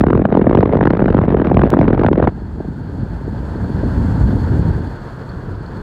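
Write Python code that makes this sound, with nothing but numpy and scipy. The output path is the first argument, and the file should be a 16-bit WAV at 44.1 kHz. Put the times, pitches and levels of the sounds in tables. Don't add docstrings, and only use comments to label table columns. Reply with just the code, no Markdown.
import sys
import numpy as np
from scipy import signal
from scipy.fft import rfft, irfft, next_fast_len
from scipy.io import wavfile
from scipy.ndimage import uniform_filter1d, minimum_filter1d

SR = 44100
rng = np.random.default_rng(int(sys.argv[2]) if len(sys.argv) > 2 else 0)


def master(y):
    cut = np.clip(np.atleast_2d(y).T, -1, 1)
    pcm = np.round(cut * 32767)
    wavfile.write(sys.argv[1], SR, pcm.astype(np.int16))


def magnitude_from_level(level_db):
    exponent = np.asarray(level_db, float) / 20
    return 10 ** exponent


N = 256662
CHANGE_S, INDOORS_S = 2.293, 4.95
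EDDY_SAMPLES = 4096

# (time [s], rumble level [dB])
BODY_WIND = [(2.31, -26), (2.34, -28.5), (2.43, -25.5), (3.4, -22), (3.7, -17), (4.08, -17), (4.45, -15.5),
             (4.77, -16), (4.94, -26), (4.96, -32), (5.32, -33.5), (5.34, -28.5), (5.45, -28.5),
             (5.49, -26.5), (5.56, -31), (5.62, -28), (5.66, -33), (5.71, -28.5), (5.82, -29)]
# (frequency [Hz], density [dB per Hz])
AIR_HISS = [(4800, -7), (5600, -7.5), (5900, -6.5), (6300, 0), (7500, -0.5), (8600, -4), (10300, -9),
            (11500, -9.5), (13500, -11), (16400, -18.5)]
# (frequency [Hz], density [dB per Hz])
GALE_EDDY = [(15, -47.5), (28, -13.5), (42, -18.5), (82, -2), (242, 0.5), (344, -0.5), (520, -6),
             (900, -14.5), (1610, -24), (3300, -46), (4400, -53.5), (5600, -64.5), (8500, -83),
             (16000, -87)]


def rms_one(x):
    return x / np.sqrt(np.mean(x ** 2) + 1e-20)


def in_time(rows):
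    s, *columns = np.transpose(rows)
    return [uniform_filter1d(np.interp(np.arange(N) / SR, s, c), size=441) for c in columns]


def at_hz(points, hz):
    p = np.array(points, float)
    return np.interp(np.log(hz + 1e-3), np.log(p[:, 0]), p[:, 1], left=-90, right=-120)


def drift(rate):
    r = np.exp(-40 * np.pi * rate / SR)
    slow = signal.lfilter([1], [1, -2 * r, r * r], rng.standard_normal(N // 20 + 3002))[3000:]
    steps = np.interp(np.arange(N) / 20, np.arange(len(slow)), rms_one(slow))
    return uniform_filter1d(uniform_filter1d(steps, size=40), size=60)


def patchy_noise(spectrum, shared_db, own_db, rate):
    size = next_fast_len(N)
    hz = np.fft.rfftfreq(size, 1 / SR)
    coloured = rfft(rng.standard_normal(size)) * magnitude_from_level(at_hz(spectrum, hz))
    octave, together, out = np.log2(hz + 1e-3), drift(rate), 0
    lowest = np.floor(np.log2(spectrum[0][0]))
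    for centre in np.arange(lowest, np.log2(spectrum[-1][0]) + 1):
        share = np.cos(np.pi / 2 * np.clip(octave - centre, -1, 1)) ** 2
        flicker_db = shared_db * together + own_db * drift(rate)
        out = out + irfft(coloured * share, size)[:N] * magnitude_from_level(flicker_db)
    return rms_one(out)


def resonate(x, hz, width_hz):
    r = np.exp(-np.pi * width_hz / SR)
    zeros = np.array([1, 0, -1]) * (1 - r * r) / 2
    return signal.lfilter(zeros, [1, -2 * r * np.cos(2 * np.pi * hz / SR), r * r], x)


def resonate_twice(x, hz, width_hz):
    return resonate(resonate(x, hz, width_hz), hz, width_hz)


def eddies(times, peak_db, colour_db, turns, scatter, smear_s, core_hz):
    size = EDDY_SAMPLES
    hz, lead = np.fft.rfftfreq(size, 1 / SR), size // 4
    octave = np.log2(hz + 20)
    chance = rng.standard_normal((len(times), 41))
    knots = np.linspace(octave[0], octave[-1], 19)
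    wander = np.array([np.interp(octave, knots, c[:19]) for c in chance])
    lumps = np.array([np.interp(octave, knots, c[19:38]) for c in chance])
    sweep = turns * (1 + 0.2512 * chance[:, 38:39]) * 2 * np.pi * np.log(hz + 20)
    phase = -sweep + scatter * wander + 3 * chance[:, 39:40] - 2 * np.pi * hz * lead / SR
    ordered = 1 / (1 + (hz / core_hz) ** 2)
    core = irfft(magnitude_from_level(colour_db + 2.1 * lumps) * ordered * np.exp(1j * phase), size)
    nearing = magnitude_from_level(colour_db) * ordered ** 3 * np.exp(1j * (phase + 2 * sweep))
    core += 0.23 * irfft(nearing, size)
    t = (np.arange(size) - lead) / SR / (smear_s * magnitude_from_level(0.38 * chance[:, 40:]))
    t = np.where(t < 0, 2.13 * t, t)
    puff = rng.standard_normal(t.shape) * (np.exp(-t ** 2) + 0.27 * np.exp(-(t / 2.66) ** 2))
    puff = irfft(rfft(puff) * magnitude_from_level(colour_db) * np.sqrt(1 - ordered ** 2), size) / np.sqrt(smear_s * SR)
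    shapes = (core + 0.91 * puff) * signal.windows.tukey(size, .45)
    out = np.zeros(N + 2 * size)
    for s, db, shape in zip(times, peak_db, shapes):
        at = size + round(s * SR) - lead
        out[at:at + size] += magnitude_from_level(db) * shape
    aligned_peak = np.max(np.abs(irfft(magnitude_from_level(np.mean(colour_db, axis=0)), size)))
    return out[size:size + N] / aligned_peak


def impulses(events, lift_db):
    clicks = np.zeros(N)
    for s, db in events:
        clicks[round(s * SR)] = magnitude_from_level(db + lift_db)
    return clicks


def tyre_levels():
    # (time [s], tyre roar level [dB])
    roar_curve = [(2.32, -46), (2.7, -45), (3.4, -41), (4.02, -36), (4.6, -36.5), (5.0, -40), (5.3, -41),
                  (5.56, -42.5), (5.82, -40.5)]
    roar_db, = in_time(roar_curve)
    indoors = np.clip((np.arange(N) / SR - INDOORS_S) / 0.23, 0, 1)
    hiss_db = -67 + 1.1 * (roar_db - roar_db.mean()) - 0.5 * indoors
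    return roar_db, hiss_db


def road_rumble(indoors):
    # (frequency [Hz], density [dB per Hz])
    outside_spectrum = [(15, -44), (25, -22.5), (49, 3), (92, -1), (184, -3.5), (281, -10.5), (600, -28.5),
                        (780, -46), (1320, -120)]
    # (frequency [Hz], density [dB per Hz])
    cabin_spectrum = [(15, -37), (25, 3), (98, -1.5), (134, -1.5), (258, -10.5), (417, -15), (475, -18),
                      (800, -31), (1040, -52), (1760, -120)]
    rumble_db, = in_time(BODY_WIND)
    outside = patchy_noise(outside_spectrum, shared_db=-1.8, own_db=-0.5, rate=9.9)
    outside = outside + magnitude_from_level(1.5) * resonate(outside, 89.4, 30) / 3
    cabin = magnitude_from_level(4.2) * patchy_noise(cabin_spectrum, shared_db=-1.0, own_db=1.0, rate=32)
    return magnitude_from_level(rumble_db - .7) * (np.sqrt(1 - indoors) * outside + np.sqrt(indoors) * cabin)


def tyre_roar(indoors):
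    # (frequency [Hz], density [dB per Hz])
    tread_spectrum = [(180, -34), (300, -11), (423, -8.5), (588, -12.5), (780, -12.5), (881, -11),
                      (1170, -19), (1570, -16), (2260, -35.5), (3390, -38.5), (3780, -41), (4380, -39),
                      (5600, -47), (7280, -77), (12300, -120)]
    # (frequency [Hz], width [Hz], level [dB])
    cavities = [
        (901, 80, 1),
        (1566, 340, -9),
        (3360, 550, -23),
        (4350, 470, -21),
        (4310, 106, -23),
        (4500, 200, -26),
    ]
    roar = patchy_noise(tread_spectrum, shared_db=1.0, own_db=-0.3, rate=17)
    white = rng.standard_normal(N) * magnitude_from_level(1.3 * drift(25))
    for hz, width_hz, db in cavities:
        roar = roar + magnitude_from_level(db + 13) * resonate_twice(white, hz, width_hz)
    cabin_shift = .5 * resonate(roar, 1100, 400) - 0.54 * resonate(roar, 850, 220)
    return rms_one(roar + indoors * cabin_shift)


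def road():
    roar_db, hiss_db = tyre_levels()
    indoors = np.clip((np.arange(N) / SR - INDOORS_S) / 0.048 + .5, 0, 1)
    hiss = magnitude_from_level(hiss_db) * patchy_noise(AIR_HISS, shared_db=1.0, own_db=0.5, rate=20)
    return road_rumble(indoors) + magnitude_from_level(roar_db + 4.5) * tyre_roar(indoors) + hiss


def grit():
    # (time [s], peak level [dB])
    stones = [
        (2.6803, -56),
        (2.8948, -54),
        (3.699, -48),
        (4.3595, -40),
        (5.2915, -52),
        (5.66, -58),
        (5.772, -56),
        (5.783, -55),
    ]
    sand_per_s = 40
    struck = rng.random(N) < sand_per_s / SR
    _, hiss_db = tyre_levels()
    clicks = struck * rng.standard_normal(N) * magnitude_from_level(hiss_db - 3 + 18)
    for s, db in stones:
        clicks[round(s * SR)] = magnitude_from_level(db + 15.0)
    return resonate_twice(clicks, 8600, 6000)


def ticks():
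    # (time [s], peak level [dB])
    knocks = [
        (3.899, -54),
        (4.873, -52),
        (4.9097, -60),
        (5.291, -52),
        (5.296, -52),
        (5.6616, -49),
        (5.683, -60),
        (5.752, -61),
        (5.768, -55),
    ]
    # (frequency [Hz], level [dB], 60 dB decay time [s])
    port_modes = [
        (4330, -4, .03),
        (4420, 2, 0.035),
        (7600, -10, .01),
        (3540, -4, .012),
        (4680, -3, 0.022),
    ]
    t = np.arange(2000) / SR
    ring = sum(magnitude_from_level(db - 60 * t / t60) * np.sin(2 * np.pi * hz * t) for hz, db, t60 in port_modes)
    onset = np.minimum(t / 0.0011, 1)
    return signal.fftconvolve(impulses(knocks, 7.0), ring * onset)[:N]


def faint_lee():
    per_s, below_db, spread_db = 24, -8, 3.5
    chance = rng.random((round(per_s * (INDOORS_S - CHANGE_S)) - 1, 2))
    s = CHANGE_S + (np.arange(len(chance)) + chance[:, 0]) / per_s
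    body_db = np.interp(s, *np.transpose(BODY_WIND))
    return np.c_[s, body_db + below_db + 2 * spread_db * (chance[:, 1] - .5)]


def lee_wind():
    # (time [s], peak level [dB], brightness [dB])
    clear_eddies = [(2.323, -23.5, 3), (2.352, -17, -5.5), (2.377, -22, 7), (2.418, -18.5, 0.1),
                    (2.493, -25, -3), (2.548, -23, -2), (2.579, -17.5, 4), (2.604, -15, 6),
                    (2.647, -27, -4), (2.647, -15.5, 5), (2.681, -13, -3.5), (2.723, -27, 3.5),
                    (2.796, -22.5, 2), (2.859, -22, 0.1), (2.897, -25, 8), (2.938, -20, -1),
                    (2.981, -13.5, -1.5), (3.024, -14.5, -5), (3.124, -32, -1), (3.211, -18.5, 0.1),
                    (3.279, -14, 2), (3.329, -17, -5), (3.347, -20.5, 7), (3.392, -25, -6),
                    (3.431, -17.5, 2), (3.483, -17.5, 3), (3.519, -27, 3), (3.554, -13, 3), (3.587, -20, 2),
                    (3.642, -12, 3.5), (3.697, -10.5, 3), (3.783, -18, -8), (3.807, -21, 2), (3.835, -8, 4),
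                    (3.865, -13.5, -4), (3.956, -17, 2), (3.978, -11.5, 1), (4.049, -5, -1.8),
                    (4.082, -14, -6), (4.156, -12, -4), (4.178, -7.5, -1), (4.209, -11, -1),
                    (4.29, -10, -1.5), (4.327, -11, 3.5), (4.368, -13.5, -1), (4.427, -12, -5),
                    (4.473, -14, -3), (4.552, -18, 0.1), (4.592, -12.5, 1.5), (4.658, -15.5, 0.1),
                    (4.696, -17, 4.5), (4.776, -12, -2.5), (4.878, -22, -4)]
    # (frequency [Hz], density [dB per Hz])
    lee_spectrum = [(15, -54), (25, -11), (48, -5), (87, 0.5), (275, -7), (450, -18), (647, -28.5),
                    (900, -37), (1170, -62), (1980, -120)]
    faint_eddies = np.pad(faint_lee(), ((0, 0), (0, 1)))
    s, peak_db, bright_db = np.transpose(np.r_[clear_eddies, faint_eddies])
    hz = np.fft.rfftfreq(EDDY_SAMPLES, 1 / SR)
    thin_db = -6.5 * np.clip(np.log2(230 / (hz + 1)), 0, 3)
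    tilt = np.clip(np.log2((hz + 1) / 250), -1, 2)
    colour_db = at_hz(lee_spectrum, hz) + thin_db + bright_db[:, None] * tilt
    return eddies(s, peak_db + 3.0, colour_db, turns=1.4, scatter=0.64, smear_s=0.0044, core_hz=710)


def gale_bed():
    # (time [s], buffet level [dB], rush level over its rise [dB])
    gusts = [(0.0, -17, -0.5), (0.04, -18, .1), (0.27, -17, 2), (.45, -20, 3.5), (0.67, -15, 2),
             (0.69, -16, 4), (.85, -15.5, 0.5), (1.0, -16.5, -1.5), (1.15, -11.5, 3), (1.3, -15, 1.5),
             (1.45, -15, 1.5), (1.63, -11.5, 1.5), (1.72, -18, 5.7), (1.79, -14, .1), (1.95, -14, 4.5),
             (2.1, -15, -2), (2.28, -16, 4.3)]
    # (frequency [Hz], density [dB per Hz])
    buffet_spectrum = [(20, -29.5), (40, 3.5), (90, 2), (200, 0.5), (400, -17.5), (900, -28.5)]
    # (frequency [Hz], density [dB per Hz])
    rush_spectrum = [(120, -30), (200, -11), (465, -1), (1080, -16), (1610, -19.5), (2560, -37),
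                     (3630, -42), (9000, -84.5), (11700, -113), (19800, -120)]
    buffet_db, swell_db = in_time(gusts)
    rush_db = -31.5 + 2 * np.arange(N) / SR + swell_db
    buffet = magnitude_from_level(buffet_db - 2.0) * patchy_noise(buffet_spectrum, shared_db=1.5, own_db=-3.0, rate=100)
    rush = magnitude_from_level(rush_db - 0.5) * patchy_noise(rush_spectrum, shared_db=9.0, own_db=2.0, rate=220)
    rush = rush + magnitude_from_level(-5.5) * resonate(rush, 3500, 600)
    hiss = patchy_noise(AIR_HISS, shared_db=4.0, own_db=0.5, rate=40)
    hiss = hiss + magnitude_from_level(5.6) * resonate_twice(hiss, 7500, 1100)
    return buffet + rush + magnitude_from_level(-83) * hiss


def stray_eddies():
    # (time [s], peak level [dB])
    strays = [(.303, -25), (0.316, -24), (.343, -21.5), (0.726, -16), (.746, -20), (1.004, -18),
              (1.016, -25), (1.089, -21.5), (1.18, -18), (1.229, -24), (1.316, -24), (1.377, -28),
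              (1.459, -25), (1.612, -22), (1.667, -23.5), (1.698, -22.5), (1.719, -24), (2.185, -22)]
    s, peak_db = np.transpose(strays)
    hz = np.fft.rfftfreq(EDDY_SAMPLES, 1 / SR)
    low = np.clip(np.log2(1000 / (hz + 1)), 0, 1)
    colour_db = np.tile(at_hz(GALE_EDDY, hz) - 2.6 * low, (len(s), 1))
    return eddies(s, peak_db + 14.5, colour_db, turns=.8, scatter=.8, smear_s=.002, core_hz=1500)


def snaps():
    # (time [s], peak level [dB])
    crests = [
        (.010, -38.5),
        (.068, -50.5),
        (.132, -48),
        (.153, -49),
        (.352, -47),
        (.371, -40),
        (.533, -49),
        (.550, -51),
    ]
    return resonate_twice(impulses(crests, 9.5), 7000, 9000)


def shedding():
    # (first eddy [s], train length [s], first eddy peak [dB], followers' peak [dB])
    trains = [(0.010, .031, -6, -10), (0.068, .037, -17.5, -15), (0.132, .086, -12, -17.5),
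              (0.254, .048, -6.5, -41), (0.327, .114, -14, -19.5), (0.469, .027, -18, -23),
              (0.512, .061, -15, -16), (0.590, 0.034, -23, -21), (0.656, .037, -16, -22.5),
              (0.735, .037, -14, -18.5), (0.81, .063, -21.5, -14), (0.905, .030, 2.5, -25),
              (0.952, .041, -19.5, -15.5), (1.022, .039, -17.5, -29), (1.083, .063, -12.5, -22),
              (1.17, .020, -12, -24), (1.217, .062, -21.5, -21), (1.305, .013, -16.5, -18),
              (1.345, .073, -20.5, -18), (1.448, .052, -17.5, -18.5), (1.521, .030, -13.5, -14.5),
              (1.572, .066, -8, -14.5), (1.666, .031, -24.5, -41.5), (1.730, .013, -22, -25),
              (1.771, .061, -17.5, -26), (1.857, .047, -27, -18.5), (1.931, .082, -15, -24.5),
              (2.046, .087, -12.5, -13.5), (2.156, .068, -27, -18), (2.242, .032, -23, -13)]
    # (time [s], peak level [dB])
    loners = [(0.289, -27.5), (0.717, -26), (0.789, -26), (.895, -30), (1.387, -25), (1.458, -23.5),
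              (1.656, -24.5), (1.843, -20.5), (2.037, -18), (2.195, -25)]
    # (time [s], peak [dB], crackle over the usual [dB], body
    # over the usual [dB])
    special_eddies = [(.010, -8, 8, 4), (0.068, -12, -1, 2.5), (.153, -10, -1.5, 5.5), (.352, -13, 1.5, 3),
                      (0.372, -15, 5, 5), (0.47, -11, -7.5, 3.5), (.551, -13, 7.5, 1.5), (.589, -11, 3, 7),
                      (.631, -7.5, -3, 0.5), (.811, -10.5, -3.5, 0), (.855, -12, 1.5, 0), (.874, -9.5, -2, -3),
                      (.906, -10, 3, -3), (.994, -16, -2.5, -1.5), (1.059, -15, 2.5, -0.5), (1.346, -14, -2.5, 4),
                      (1.516, -13, -8.5, 1.5), (1.545, -20.5, 8.5, 4), (1.594, -14.5, 3, -1.5),
                      (1.618, -11, -1, -6), (1.771, -15.5, 0, 1.5), (1.791, -11.5, 3.5, 3), (1.814, -11, 6, 4),
                      (1.881, -11.5, 0, 2.5), (1.995, -16.5, 4.5, 0), (2.065, -9.5, 2, -10.5),
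                      (2.086, -13.5, -4, -5.5), (2.131, -14.5, 4.5, -3.5), (.132, -11, 0, -2),
                      (.195, -20.5, -4.5, 4), (.326, -16, 2.5, 2), (.416, -16, 0, 4.5), (.432, -19, -4.5, 5.5),
                      (.608, -16.5, 4.5, -5), (.735, -12.5, -6, -1), (0.754, -19.5, -6, 4), (.935, -19.5, 0.5, 1),
                      (1.043, -20, 1, 1.5), (1.083, -13.5, -1.5, -2), (1.104, -18, 5, -4.5),
                      (1.146, -15, 1.5, 3.5), (1.189, -13, -4.5, -3.5), (1.281, -19.5, -1, 2.5),
                      (1.324, -20.5, -1, 1), (1.571, -1.5, -5.5, -5), (1.978, -18, 0, -3.5),
                      (2.036, -12, 0.5, -2.5), (2.158, -22, 0.5, -4.5), (2.227, -13, -1, 2), (2.275, -12, 0, 1),
                      (.039, -12.5, -2.5, 0), (0.086, -22.5, -2.5, 2), (0.219, -22, 2, 2),
                 (0.658, -14.5, -1, -3.5), (0.83, -16.5, 0.5, -0.5), (.971, -19, 4, -1),
                 (1.127, -20, 2, -3.5), (1.17, -20.5, 5, -2.5), (1.253, -24.5, 4.5, -9),
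                 (1.4, -20.5, 1.5, 5), (1.637, -16, 4, 4.5), (1.745, -24.5, 2, 5.5),
                 (1.948, -21.5, 5, -3.5), (2.014, -19.5, -0.5, 0.5), (2.047, -14.5, -4, -0.5),
                 (2.114, -31, 1, 11.5), (2.178, -21, 4.5, 6.5), (2.201, -16.5, -3.5, -1),
                 (.254, -12.5, 0.5, 1.5), (0.443, -25, -2, 4.5), (.496, -21.5, 5.5, 4.5),
                 (.676, -29.5, 0, 0.5), (1.216, -21, -1, 1), (1.471, -17.5, 4.5, 2), (1.831, -19, -3.5, -4),
                 (2.242, -20.5, 2.5, -1)]
    shed_per_s, jitter_s, follower_spread_db = 45, .001, 1
    crackle_spread_db, body_spread_db = 2.5, 4
    rows = []
    for start, length, first_db, follow_db in trains:
        count = max(1, round(length * shed_per_s))
        rows.append((start, first_db, 0))
        for k in range(1, count + 1):
            rows.append((start + length * k / count, follow_db, 1))
    rows += [(start, peak_db, 0) for start, peak_db in loners]
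    s, db, follows = np.transpose(rows)
    chance = rng.standard_normal((len(s), 4))
    table = np.c_[s + follows * jitter_s * chance[:, 0],
                  db + follows * follower_spread_db * chance[:, 1],
                  crackle_spread_db * chance[:, 2],
                  body_spread_db * chance[:, 3]]
    for special in special_eddies:
        nearest = np.argmin(np.abs(s - special[0]))
        table[nearest] = special
    return table.T


def fullness(times):
    # (time [s], level near 600 Hz [dB])
    middles = [(.039, 0), (.067, -4), (.132, 3.5), (.254, 1), (.326, 1), (.352, 4.5), (.372, 7),
               (.416, -3.5), (.47, 2.5), (.551, 4), (.589, 6), (.631, 5), (.735, 3), (.811, 3.2),
               (.855, -4), (.906, -2.2), (.994, 2.5), (1.043, -3.5), (1.059, -3.5), (1.083, -1.5),
               (1.103, 5), (1.147, -1.5), (1.189, -1.5), (1.281, 1), (1.346, 4.5), (1.401, -4),
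               (1.471, -1.8), (1.516, 3.5), (1.571, 3.7), (1.617, -2), (1.637, 1), (1.771, 1), (1.791, -1),
               (1.881, -2), (1.978, 1), (2.036, -3), (2.086, 2), (2.131, -1), (2.227, -0.5), (2.275, 1)]
    extra_db = np.zeros(len(times))
    for s, db in middles:
        extra_db[np.argmin(np.abs(times - s))] = db
    return extra_db[:, None]


def gale_eddies():
    s, peak_db, crackle_db, extra_db = shedding()
    over_db = peak_db + 16
    body_db = -0.37 * over_db + extra_db
    spread_ms = (3.1 - 0.16 * over_db) * magnitude_from_level(-0.5 * rng.standard_normal(len(s)))
    smear_s = 0.0009 * np.clip(spread_ms, .6, 5)[:, None]
    hz = np.fft.rfftfreq(EDDY_SAMPLES, 1 / SR)
    deep = np.clip(np.log2(200 / (hz + 1)), 0, 1)
    low = np.clip(np.log2(1000 / (hz + 1)), 0, 1)
    middle = np.exp(-(np.log2((hz + 1) / 620) / .7) ** 2)
    high = np.clip(np.log2((hz + 1) / 1800), 0, 1)
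    top = np.clip(np.log2((hz + 1) / 7000), 0, 1)
    colour_db = at_hz(GALE_EDDY, hz) + low * (body_db[:, None] + 0.81)
    colour_db = colour_db + high * (crackle_db[:, None] - .8) - 4.0 * top
    colour_db = colour_db + deep * (-2.5 - 0.43 * body_db[:, None]) + middle * fullness(s)
    return eddies(s - .0006, peak_db + 20.5, colour_db, turns=1.0, scatter=0.89, smear_s=smear_s, core_hz=1720)


def gale():
    return gale_eddies() + stray_eddies() + snaps() + gale_bed()


def scene():
    after = np.clip((np.arange(N) / SR - CHANGE_S) / 0.019 + .5, 0, 1)
    ride = lee_wind() + road() + ticks() + grit()
    return (gale() * (1 - after) + ride * after)[None]


def top_cut(x):
    return signal.sosfilt(signal.butter(12, 15830, fs=SR, output="sos"), x)


def record(dry):
    x = signal.sosfilt(signal.butter(4, 36, "high", fs=SR, output="sos"), dry)
    room = minimum_filter1d(np.minimum(1, .994 / (np.abs(x) + 1e-9)), size=161)
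    x = x * uniform_filter1d(uniform_filter1d(room, size=81), size=81)
    t = np.arange(N) / SR
    x = x * np.clip(0.67 + t / 0.0061, 0, 1)
    x = x * np.clip((t[-1] - t) / .002, 0, 1)
    step_s, step_height, step_decay_s = 1.7033, 0.145, 0.0005
    x = x + step_height * np.sign(t - step_s) * np.exp(-np.abs(t - step_s) / step_decay_s)
    low_pass = signal.cheby2(14, 30, 15740 + 250, fs=SR, output="sos")
    x = signal.sosfiltfilt(low_pass, x, padlen=2000)
    return top_cut(np.clip(x, -1, 1))


dry = scene()
out = record(dry)
master(out)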